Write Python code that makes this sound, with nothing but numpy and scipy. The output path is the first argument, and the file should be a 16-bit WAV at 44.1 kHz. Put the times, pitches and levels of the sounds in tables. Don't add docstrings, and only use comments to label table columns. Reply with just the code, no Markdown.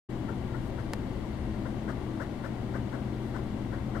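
import sys
import numpy as np
from scipy import signal
from scipy.fft import rfft, irfft
from scipy.io import wavfile

SR = 44100
rng = np.random.default_rng(int(sys.argv[2]) if len(sys.argv) > 2 else 0)


def to_wav(sig):
    pcm = np.clip(np.atleast_2d(sig), -1, 1) * 32767
    pcm = np.round(pcm).astype(np.int16)
    wavfile.write(sys.argv[1], SR, pcm.T)


N = 176400
TIME = np.arange(N) / SR
HZ = np.maximum(np.arange(N // 2 + 1) * SR / N, 1)

# frequency in Hz, left minus right in dB.
LEFT_LEAN = [(60, 7), (110, 4.5), (200, 5.5), (380, 6.5), (700, 10.5), (1290, 11.0), (2380, 13), (4400, 5),
             (8120, 1), (15000, 0.5)]


def from_db(db):
    return 10 ** (np.asarray(db) / 20)


def rms_one(x):
    return x / np.sqrt(np.mean(x ** 2) + 1e-20)


def at_hz(points, hz):
    freqs, values = np.transpose(points)
    return np.interp(np.log(hz), np.log(freqs), values)


def pan(left_db):
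    ratio = from_db(np.atleast_1d(left_db))
    return 2 * np.array([ratio, np.ones_like(ratio)]) / (1 + ratio)


def noise(gain, channels=1):
    return rms_one(irfft(rfft(rng.standard_normal((channels, N))) * gain, N))


def coloured(points, channels=1):
    return noise(from_db(at_hz(points, HZ)), channels)


def drift(rate_hz):
    return noise(1 / (1 + (HZ / rate_hz) ** 2))[0]


def swell(start, length):
    return np.sin(np.pi * np.clip((TIME - start) / length, 0, 1))


def decay(start, t60):
    return (TIME >= start) * from_db(-60 * np.clip((TIME - start) / t60, 0, 10))


def forest_air():
    # frequency in Hz, relative level in dB.
    colour = [(20, -6), (35, -19), (48, -9.5), (85, -6), (145, -7.5), (230, -4.5), (300, -5.5), (390, -12),
              (435, -16.5), (500, -15.5), (660, -17), (1000, -22), (1300, -29), (2030, -29.5), (2460, -35),
              (3100, -36.5), (4500, -42), (5500, -47), (8200, -49.5), (9400, -51), (10200, -52),
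              (13200, -56.5), (15500, -58.5)]
    # centre in Hz, width in Hz, depth from 0 to 1.
    notches = [(1738, 37, 0.76), (2487, 96, 0.76)]
    # frequency in Hz, left-right correlation.
    likeness = [(30, 0.61), (130, 1), (290, 0.84), (640, 0.75), (1400, .55), (3100, 0.1), (7000, 0.051),
                (15000, 0.079)]
    gain = from_db(at_hz(colour, HZ)) * pan(at_hz(LEFT_LEAN, HZ))
    for hz, width, depth in notches:
        gain *= 1 - depth / (1 + (2 * (HZ - hz) / width) ** 2)
    mid, side = rfft(rng.standard_normal((2, N)))
    alike = at_hz(likeness, HZ)
    spread = np.sqrt((1 - alike) / (1 + alike))
    air = irfft(gain * (mid + spread * side * [[1], [-1]]), N)
    return from_db(-38) * air / air.mean(0).std()


def drone():
    # pitch in Hz, level in dB.
    tones = [(35.2, -50.5), (69.8, -48.5), (106.8, -49), (124.6, -41.5), (214, -46), (322.6, -50),
             (774, -67)]
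    # centre in Hz, half-width in Hz, level in dB.
    resonances = [(55, 6, -49), (72.3, 3.9, -50), (200.5, 3.1, -49.5), (213.5, 7.2, -52),
                  (253.3, 9.9, -50.5), (318, 9.8, -54.5), (375.4, 13.6, -52), (549.5, 8, -63),
                  (1152, 4.7, -66.5), (1393, 7.8, -70)]
    wander_hz, waver_db = 1.086, 2
    out = np.zeros((2, N))
    for hz, db in tones:
        phase = 2 * np.pi * (np.cumsum(hz + wander_hz * drift(3.8)) / SR + rng.random())
        level = from_db(db + waver_db * drift(4.9))
        out += level * np.sqrt(2) * np.sin(phase) * pan(at_hz(LEFT_LEAN, hz))
    for hz, width, db in resonances:
        band = noise(1 / (1 + ((HZ - hz) / width) ** 2))
        out += from_db(db) * band * pan(at_hz(LEFT_LEAN, hz))
    return out


def ease_bass(bed):
    # time in seconds, gain in dB.
    course = [(.1, 1), (.7, 2), (1.4, 1.5), (1.7, 0), (2.5, -2.5), (4, 1.5)]
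    corner_hz = 85
    deep = irfft(rfft(bed) / (1 + (HZ / corner_hz) ** 8), N)
    gain = from_db(np.interp(TIME, *np.transpose(course)))
    return bed + (gain - 1) * deep


def songbird():
    # start in seconds, length in seconds, pitch in Hz, level in dB.
    peeps = [(1.12, .07, 4520, -67), (1.29, .11, 4500, -67), (1.49, .1, 4480, -65.5),
             (1.37, .06, 8650, -66), (1.675, .05, 8600, -65), (1.75, .08, 6400, -68),
             (2.94, .05, 8800, -67), (3.37, .04, 8900, -65)]
    phase_per_hz = 2 * np.pi * np.cumsum(1 + .009 * drift(rate_hz=120)) / SR
    return sum(from_db(db) * swell(start, length) * np.sin(hz * phase_per_hz)
               for start, length, hz, db in peeps)


def foliage():
    # start in seconds, length in seconds, level in dB.
    rustles = [(.59, .14, -68), (3.19, .15, -69)]
    # frequency in Hz, relative level in dB.
    colour = [(3000, -14), (6000, -2), (11000, 0), (15500, -9)]
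    envelope = sum(from_db(db) * swell(start, length) for start, length, db in rustles)
    return envelope * coloured(colour, channels=2)


def snap():
    # frequency in Hz, relative level in dB.
    colour = [(400, 4), (1200, 4), (2700, -1), (5000, 0.5), (5800, -3.5), (7500, -2), (9000, -13),
              (10300, -4.5), (13000, -12), (15500, -19)]
    # frequency in Hz, level in dB, seconds to fall 60 dB.
    modes = [(554, -34, .025), (920, -32.5, 0.024), (1500, -32.5, 0.013), (1780, -32, 0.022),
             (2730, -41, 0.018)]
    start = .9346
    lag_cycles = HZ * start + 3 * np.log(HZ + 300)
    crack = irfft(from_db(at_hz(colour, HZ) - 9.5) * np.exp(-2j * np.pi * lag_cycles), N)
    envelope = from_db(-35) * decay(start, t60=.0093) + from_db(-48) * decay(start, t60=.044)
    splinters = envelope * coloured(colour, channels=2)
    ring = sum(from_db(db) * decay(start, t60) * np.sin(2 * np.pi * hz * (TIME - start))
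               for hz, db, t60 in modes)
    return np.array([crack, np.roll(crack, 1)]) + splinters + ring * pan(left_db=6)


def among_trees(call):
    # delay in seconds, level against the call in dB.
    trunks = [(.009, -13), (.033, -15)]
    echoes = sum(from_db(db) * np.interp(TIME - lag, TIME, call, left=0) for lag, db in trunks)
    scatter = rms_one(rng.standard_normal((2, N)) * decay(.019, t60=.11)) / np.sqrt(N)
    tail = signal.fftconvolve(call[None], scatter, axes=1)[:, :N]
    return call + echoes + from_db(-14.5) * tail


def grouse():
    # start in seconds, level in dB, starting pitch in Hz, top pitch in Hz,
    # length in seconds, hoarseness from 0 to 1.
    clucks = [(0.276, -42, 422, 473, 0.029, .35), (.533, -42.5, 426, 474, 0.027, .4),
              (.773, -43.5, 393, 529, 0.032, 0.54), (1.646, -43.5, 419, 540, 0.029, 0.5),
              (1.873, -38.5, 410, 621, 0.033, .6), (2.193, -38, 399, 630, .036, 0.62),
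              (2.431, -39.5, 396, 626, 0.0366, 0.63), (2.733, -40.5, 400.5, 612, 0.038, 0.53),
              (2.92, -42, 412, 597, 0.0353, 0.53), (3.337, -41, 405.5, 541, 0.037, 0.63),
              (3.716, -44.5, 389.4, 588, 0.037, 0.45), (3.943, -39.5, 403, 628, 0.036, 0.48)]
    # frequency in Hz, relative level in dB.
    throat = [(300, -13.5), (550, 0.5), (750, -0.5), (1000, -2.5), (1200, -5.5), (1400, 2.5), (1750, -5.5),
              (2000, -7.5), (2400, -40), (3200, -31), (5000, -52)]
    # frequency in Hz, relative level in dB.
    breath_colour = [(2500, -13), (3800, 1), (5500, 6), (7200, -1), (8200, 5), (9000, -6), (11500, -5),
                     (13000, -2), (14000, -13), (15500, -19)]
    attack_s, release_s, slide_share, jitter = .014, .009, .95, .055
    voice, breath_level = np.zeros(N), np.zeros(N)
    wobble, rasp = drift(rate_hz=230), coloured(throat)[0]
    harmonics = np.arange(1, 9)[:, None]
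    for start, db, start_hz, top_hz, length, hoarse in clucks:
        on = (TIME >= start) & (TIME < start + length + release_s)
        t = TIME[on] - start
        slide = np.sin(np.pi / 2 * np.clip(t / (length * slide_share), 0, 1) ** 1.263)
        rough = hoarse * np.clip(2 * t / length, 0, 2) ** 1.72
        pitch = (start_hz + (top_hz - start_hz) * slide) * (1 + jitter * rough * wobble[on])
        phase = 2 * np.pi * (np.cumsum(pitch) / SR + rng.random())
        partials = from_db(at_hz(throat, harmonics * pitch)) * np.sin(harmonics * phase)
        cluck = rms_one(rms_one(partials.sum(0)) + from_db(-5) * rough * rasp[on])
        attack = np.clip(t / attack_s, 0, 1)
        release = np.clip((length + release_s - t) / (2 * release_s), 0, 1)
        voice[on] += from_db(db) * attack * release * cluck
        breath_level += from_db(db - 18) * hoarse * swell(start, length=.056)
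    breath = breath_level * coloured(breath_colour, channels=2)
    return among_trees(voice) * pan(left_db=18.5) + breath * pan(left_db=4)


def scene():
    return grouse() + snap() + songbird() + foliage() + ease_bass(drone() + forest_air())


def record(dry):
    left_lag_samples, open_s, fade_s, cutoff_hz = 2, .088, .012, 15700
    stereo = np.array([np.roll(dry[0], left_lag_samples), dry[1]])
    fade_in = np.clip((TIME - open_s) / fade_s, 0, 1)
    lowpass = signal.ellip(12, .1, 70, cutoff_hz, fs=SR, output="sos")
    return signal.sosfilt(lowpass, stereo * fade_in)


dry = scene()
out = record(dry)
to_wav(out)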